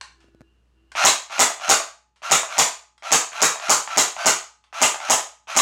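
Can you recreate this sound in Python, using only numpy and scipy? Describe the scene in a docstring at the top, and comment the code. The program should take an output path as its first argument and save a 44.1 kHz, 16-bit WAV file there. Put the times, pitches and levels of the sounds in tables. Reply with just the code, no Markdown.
"""An electric airsoft rifle fires thirteen single shots at a cardboard box in a small bare room.
Each time the motor kicks in, gears wind the spring, the piston slides and slams out a pop of air,
the pellet smacks the box and the gears drop back on their latch. Around the shots are trigger clicks,
bumps on the camera, a faint whirr and squeak, mains hum and room air.
The camera's gain control ducks at the first shot and stays down."""
import sys
import numpy as np
from scipy import signal
from scipy.fft import rfft, irfft
from scipy.io import wavfile
from scipy.ndimage import uniform_filter1d

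SR = 44100
rng = np.random.default_rng(int(sys.argv[2]) if len(sys.argv) > 2 else 0)


def wav_out(sig):
    """Save sig, one row per channel (or a flat mono array), as 16-bit PCM at SR to the path in sys.argv[1]."""
    wavfile.write(sys.argv[1], SR, np.round(np.clip(np.atleast_2d(sig).T, -1, 1) * 32767).astype(np.int16))


N = 247401

# one firing cycle a row, timed from its pop of air:
# pop t/s, wind-up before it/s, motor kick/dB, tooth rate/Hz, pellet flight/s, latch delay/s, latch/dB
SHOTS = [(1.0503, 0.098, -1.5, 1425, 0.018, 0.093, 5), (1.3934, 0.095, -1, 1416, .017, 0.11, 11),
         (1.6924, .094, -1, 1383, 0.019, 0.11, 11.5), (2.3125, 0.093, -6, 1387, 0.014, 0.12, 11.5),
         (2.5820, 0.092, 0.5, 1395, 0.015, 0.097, 8), (3.1185, 0.095, 0.5, 1353, 0.015, 0.11, 6.5),
         (3.4182, 0.099, -2.5, 1382, 0.016, 0.14, 9), (3.6958, .097, 9.5, 1384, .017, 0.13, -11),
         (3.9734, .098, 10, 1353, .016, 0.079, 2), (4.259, 0.094, 7, 1583, .016, 0.11, -1),
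         (4.8167, 0.089, -1, 1376, .016, .127, 12), (5.0991, 0.097, 7.5, 1381, 0.02, 0.096, 9.5),
         (5.5649, .093, -6.5, 1383, .024, .106, 10)]


def muzzle(pop_db=30, ring_db=-13, puff_db=-1, puff_lead_s=.007):
    """The piston pushes out a low puff, then a hissing pop of air that sets gun and room ringing."""
    pop_spectrum = [(25, -49.5), (60, -37.5), (130, -19.5), (270, -16), (420, -6), (780, -2), (1200, -4),
                    (1800, -10), (4200, -12.5), (5700, -3.5), (6900, 3.5), (7800, -2), (9300, -13.5),
                    (16000, -28.5)]  # bright burst of air: f/Hz, level/dB
    puff_spectrum = [(25, -44.5), (90, -9.5), (150, -7), (270, 2), (420, -7), (800, -13.5), (2000, -33.5),
                     (8000, -58.5)]  # soft push of air: f/Hz, level/dB
    modes = [(160, -7, 0.25), (197, -3, 0.064), (244, 0.5, 0.17), (286.6, 1.5, 0.2), (344, -2.5, 0.049),
             (460.3, -0.5, 0.32), (648.3, 9.5, 0.21), (795, 7, 0.17), (798, 2.5, 0.22), (850, -21, 1),
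             (1046, -0.5, 0.28), (1208, -1.5, 0.45), (1250, -2.5, 0.48), (1473, -0.5, 0.25)]  # resonances of gun and room: f/Hz, level/dB, t60/s
    # the same spring drives every shot, so the pop keeps its strength
    pop = blows([(s, pop_db) for s, *_ in SHOTS], rattle_db=-9, rattle_t60=0.047)
    puff = blows([(s - puff_lead_s, puff_db) for s, *_ in SHOTS], rattle_db=4.5, rattle_t60=0.078)
    t = seconds(.8)
    ring = sum(from_db(db - 60 * t / t60) * np.sin(2 * np.pi * (hz * t + rng.random()))
               for hz, db, t60 in modes)
    bloom = 1 - np.exp(-t / 0.0099)
    ringing = from_db(ring_db) * through(pop, unit(ring * bloom))
    return colour(pop, pop_spectrum), colour(puff, puff_spectrum), ringing


def pellets(hit_db=25.5, snap_hz=2900, snap_t60=0.0029, snap_db=-7):
    """Each pellet crosses the room and smacks the cardboard, whose skin gives a short bright snap."""
    cardboard = [(25, -51), (80, -24), (200, -14.5), (500, -4.5), (1150, 4.5), (1700, -1), (2400, -3),
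                 (3000, -7), (3800, 2), (6000, -10), (9000, -10), (16000, -30)]  # smack on the box: f/Hz, level/dB
    hits = [(s + flight_s, hit_db) for s, _, _, _, flight_s, *_ in SHOTS]
    smack = colour(blows(hits, rattle_db=6.5, rattle_t60=0.016), cardboard)
    t = seconds(.03)
    snap = unit(np.sin(2 * np.pi * snap_hz * t) * from_db(-60 * t / snap_t60))
    for s, db in hits:
        add(smack, s, from_db(db + snap_db) * snap)
    return smack


def piston_slam(slam_db=19.5):
    """The piston slams on the cylinder head and knocks through the plastic shell."""
    shell = [(25, -53.5), (150, -18.5), (270, -10), (420, -18), (800, 4.5), (1100, -2), (1600, -10),
             (2200, 0.5), (2800, -11.5), (4500, -15), (6700, 0), (8000, -9), (10000, -27), (16000, -35)]  # knock of the shell: f/Hz, level/dB
    return colour(blows([(s, slam_db) for s, *_ in SHOTS], rattle_db=0, rattle_t60=0.016), shell)


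def gears(run_up_s=.02, sag=0.083, wobble=.018, coast_s=0.0031, usual_tooth_hz=1385,
          mesh_db=-3, overtone_db=-11, grind=0.78):
    """The motor runs up, then slows against the spring; meshing teeth whine and grind."""
    grind_spectrum = [(100, -42.5), (380, -28), (500, -20), (650, 2.5), (950, -5), (1350, 3.5), (1900, -8),
                      (2500, -1), (3400, -10), (4800, -14.5), (6300, -9), (8000, -22.5), (11000, -28),
                      (16000, -48)]  # rubbing teeth: f/Hz, level/dB
    whines, rubs, t = np.zeros(N), np.zeros(N), seconds(.16)
    for pop_s, wind_s, _, tooth_hz, *_ in SHOTS:
        wound = np.minimum(t / wind_s, 1)
        speed = (1 - np.exp(-t / run_up_s * 2)) * (1 + sag / 2 - sag * wound)
        phase = 2 * np.pi * np.cumsum(tooth_hz * speed * (1 + wobble * drift(t, 300))) / SR
        whine = np.sin(phase) + from_db(overtone_db) * (np.sin(2 * phase) + 1.2 * np.sin(3 * phase))
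        rub = rng.standard_normal(len(t)) * (1 + grind * np.cos(phase))
        load = (1 - np.exp(-t / run_up_s)) * np.exp(-np.maximum(t - wind_s, 0) / coast_s)
        db = -20 + 11 * np.log2(tooth_hz / usual_tooth_hz)  # a faster motor is louder
        force = from_db(db + 2.1 * drift(t, 350)) * load  # uneven teeth
        add(whines, pop_s - wind_s, force * whine)
        add(rubs, pop_s - wind_s, force * rub)
    return 1.03 * colour(rubs, grind_spectrum) + from_db(mesh_db) * whines


def gearbox_knocks(slide_s=.012, release_db=11, cushion_hz=3500):
    """The motor's first kick, cushioned by gear slack, and the piston's release just before the pop."""
    knock_spectrum = [(150, -30), (430, -28.5), (650, 0.5), (950, -3), (1600, -10), (2400, -6),
                      (3400, -14.5), (6500, -14), (10000, -33.5), (16000, -51.5)]  # gearbox body: f/Hz, level/dB
    kicks = blows([(s - wind_s, db) for s, wind_s, db, *_ in SHOTS], rattle_db=9, rattle_t60=0.018)
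    kicks = signal.sosfilt(signal.butter(2, cushion_hz, fs=SR, output="sos"), kicks + 1e-18)
    releases = blows([(s - slide_s, release_db) for s, *_ in SHOTS], rattle_db=7.5, rattle_t60=0.036)
    return colour(kicks + releases, knock_spectrum)


def latch(rebound_s=0.015, rebound_db=-7):
    """After each shot the gears drop back on their latch and rebound once."""
    pawl = [(150, -35), (480, -19), (660, 1), (900, -3), (1400, -9.5), (2500, -16.5), (4500, -31.5),
            (7000, -24), (14000, -48)]  # clack of the latch: f/Hz, level/dB
    drops = [(s + delay_s, db) for s, *_, delay_s, db in SHOTS]
    rebounds = [(s + rebound_s, db + rebound_db) for s, db in drops]
    return colour(blows(drops + rebounds, rattle_db=-5, rattle_t60=0.02), pawl)


def trigger():
    """Trigger and grip give small rattly clicks."""
    clicks = [(0.012, -5.5, 0.024), (0.204, -27.5, 0.17), (0.918, -13, 0.052), (2.16, -18.5, 0.16),
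              (2.979, -14, 0.033), (4.640, -17.5, 0.06)]  # handling clicks: t/s, level/dB, rattle t60/s
    click_spectrum = [(150, -37.5), (450, -16), (1000, 2.5), (2200, -3.5), (3200, -4.5), (6000, -9.5),
                      (9000, -17), (15000, -50.5)]  # tone of a click: f/Hz, level/dB
    rattles = sum(blows([(s, db)], rattle_db=14, rattle_t60=t60) for s, db, t60 in clicks)
    return colour(rattles, click_spectrum)


def room(x, build_s, hold_s, direct_db, echo_db, scatter_s=0.001, sway_rad_per_s=1.091):
    """Direct sound, three reflections smeared by clutter, and a tail that changes as the gun sways."""
    echoes = [(.0048, 1.5), (.0066, -3.5), (.0103, 2.5)]  # off floor, wall and door: delay/s, level/dB
    early, t = np.zeros(len(seconds(.03))), seconds(.008)
    early[0] = from_db(direct_db)
    for delay, db in echoes:
        smear = unit(rng.standard_normal(len(t)) * np.exp(-t / scatter_s))
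        add(early, delay, from_db(echo_db + db) * smear)
    sway = sway_rad_per_s * np.arange(N) / SR
    tails = sum(through(x * share, reverberation(build_s, hold_s))
                for share in (np.cos(sway), np.sin(sway)))
    return (through(x, early) + tails) / np.sqrt(1 + np.sum(early ** 2))


def reverberation(build_s, hold_s, size=32768):
    """Diffuse tail: reflections thicken, hold while sound crosses the room, then die band by band."""
    decay_times = [(100, 0.12), (260, 0.22), (700, 0.33), (1840, 0.35), (4850, 0.35), (7000, 0.34),
                   (12800, 0.24)]  # the bare room's decay: f/Hz, t60/s
    t, hz = np.arange(size) / SR, np.fft.rfftfreq(size, 1 / SR)
    white = rfft(rng.standard_normal(size))
    edges = np.r_[0, np.geomspace(100, 16000, 19), SR]
    swell = 1 - np.exp(-(t / build_s) ** 2)
    fall = np.log(1000) * np.maximum(t - hold_s, 0)
    tail = 0
    for low, high in zip(edges, edges[1:]):
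        band = (hz >= low) & (hz < high)
        decay = np.exp(-fall / at_hz(decay_times, (low + high) / 2))
        tail += unit(irfft(white * band) * swell * decay) * np.sqrt(band.mean())
    return tail


def camera_bumps():
    """Small knocks thud through the camera body before the first shot."""
    bumps = [(0.243, -29), (0.285, -32), (0.348, -25), (0.408, -17), (0.416, -18.5)]  # knocks: t/s, level/dB
    thud = [(40, -12), (130, 1), (280, 0.5), (600, -7), (1000, -24), (1500, -18), (3000, -30.5),
            (8000, -37), (15000, -52)]  # camera body: f/Hz, level/dB
    return colour(blows(bumps, rattle_db=-4, rattle_t60=0.013), thud)


def whirr_and_squeak():
    """A faint whirr swells twice; a thin squeak comes and goes with it."""
    whirrs = [(0.2, 0.24, -59), (0.78, 0.071, -66.5)]  # swells of the whirr: t/s, length/s, level/dB
    whirr_tones = [(333, -0.5), (395, -12.5), (1460, -20), (1720, -17), (4000, -27.5)]  # its partials: f/Hz, level/dB
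    squeaks = [(0.2, 0.09, -76), (0.48, 0.06, -72.5), (0.78, 0.047, -77.5), (0.9, 0.05, -71)]  # swells of the squeak: t/s, length/s, level/dB
    squeak_tones = [(2780, 0.5), (2950, -8.5)]  # its partials: f/Hz, level/dB
    return wavering(whirrs, whirr_tones) + wavering(squeaks, squeak_tones)


def wavering(swells, tones, rise_db_per_s=270, fade_db_per_s=148.5,
             flutter=0.013, wander=.008, flicker_db=3.5):
    """Unsteady tones that swell, hold and fade."""
    t, chord = np.arange(N) / SR, 0
    envelope = sum(from_db(db - rise_db_per_s * np.maximum(s - t, 0)
                           - fade_db_per_s * np.maximum(t - s - length, 0)) for s, length, db in swells)
    for hz, db in tones:
        pitch = hz * (1 + flutter * drift(t, 120) + wander * drift(t, 9.3))
        chord += from_db(db + flicker_db * drift(t, 25)) * np.sin(2 * np.pi * np.cumsum(pitch) / SR)
    return envelope * chord


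def room_tone(air_db=-69, hum_db=-61.2, mains_hz=59.8):
    """A steady bed of room air and mains hum."""
    air_spectrum = [(20, -14.5), (35, -6), (120, 3.5), (250, -4.5), (400, -5), (600, -13.5), (1500, -14),
                    (2200, -21), (2750, -15), (3400, -21.5), (8000, -28.5), (16000, -44)]  # dull hush: f/Hz, level/dB
    air = from_db(air_db) * colour(rng.standard_normal(N), air_spectrum)
    hum = from_db(hum_db) * np.sqrt(2) * np.sin(2 * np.pi * mains_hz * np.arange(N) / SR)
    return air + hum


def blows(hits, rattle_db, rattle_t60):
    """Each hit (t/s, level/dB) is a clean impulse and a short rattle that is new every time."""
    track, t = np.zeros(N), seconds(.1)
    for s, db in hits:
        blow = from_db(rattle_db) * unit(rng.standard_normal(len(t)) * from_db(-60 * t / rattle_t60))
        blow[0] += 1
        add(track, s, from_db(db) * unit(blow))
    return track


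def colour(x, spectrum, size=4096):
    """Minimum-phase filter of unit energy: the spectrum sets only the tone."""
    gains = from_db(at_hz(spectrum, np.arange(size // 2 + 1) * SR / size))
    cepstrum = irfft(np.log(gains))
    cepstrum[1:size // 2] *= 2
    cepstrum[size // 2 + 1:] = 0
    return through(x, unit(irfft(np.exp(rfft(cepstrum)))))


def from_db(db):
    """Decibels to gain."""
    return 10 ** (np.asarray(db) / 20)


def unit(x):
    """Scale to an energy of one."""
    return x / np.sqrt(np.sum(x ** 2) + 1e-20)


def seconds(length):
    """A time axis."""
    return np.arange(int(length * SR)) / SR


def at_hz(points, hz):
    """Read a table on a log-frequency axis."""
    f, value = np.transpose(points)
    return np.interp(np.log(np.maximum(hz, 1)), np.log(f), value)


def through(x, response):
    """Convolve and keep the length."""
    return signal.oaconvolve(x, response)[:len(x)]


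def add(track, s, sound):
    """Mix a sound into a track at a time."""
    i = int(np.clip(round(s * SR), 0, N - 1))
    track[i:i + len(sound)] += sound[:N - i]


def drift(t, rate):
    """A random glide with a spread of about one."""
    return np.interp(t * rate, np.arange(4096), rng.standard_normal(4096))


def scene():
    """The muzzle points away, so its pop arrives mostly off the walls; the gun itself is close by."""
    pop, puff, ringing = muzzle()
    clicks = trigger()
    shots = room(pop, build_s=0.0062, hold_s=0.038, direct_db=-21, echo_db=-10) + ringing
    box = room(pellets(), build_s=0.005, hold_s=0.023, direct_db=-4.5, echo_db=-11.5)
    action = gears() + gearbox_knocks() + piston_slam() + clicks + puff
    gun = room(action, build_s=0.0098, hold_s=0.013, direct_db=1.5, echo_db=-18)
    clacks = room(latch(), build_s=0.007, hold_s=0.008, direct_db=3.5, echo_db=-11.5)
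    background = room_tone() + camera_bumps() + whirr_and_squeak()
    return (shots + box + gun + clacks + background)[None]


def gain_control(x, limit_db=-10, window_s=0.0055):
    """Ducks at once when the level passes the limit and stays down."""
    power = uniform_filter1d(x[0] ** 2, int(window_s * SR))
    over_db = np.maximum(10 * np.log10(np.maximum(power, 1e-12)) - limit_db, 0)
    return x * from_db(-np.maximum.accumulate(over_db))


def record(dry, ceiling=.66, low_cut_hz=45, high_cut_hz=16050):
    """The camera's gain control, rounded peaks, a low cut and a steep cut at the top."""
    ducked = gain_control(dry)
    rounded = ducked / (1 + (ducked / ceiling) ** 6) ** (1 / 6)
    lean = signal.sosfilt(signal.butter(2, low_cut_hz, "high", fs=SR, output="sos"), rounded)
    return signal.sosfilt(signal.ellip(12, .1, 80, high_cut_hz, fs=SR, output="sos"), lean)


dry = scene()
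out = record(dry)
wav_out(out)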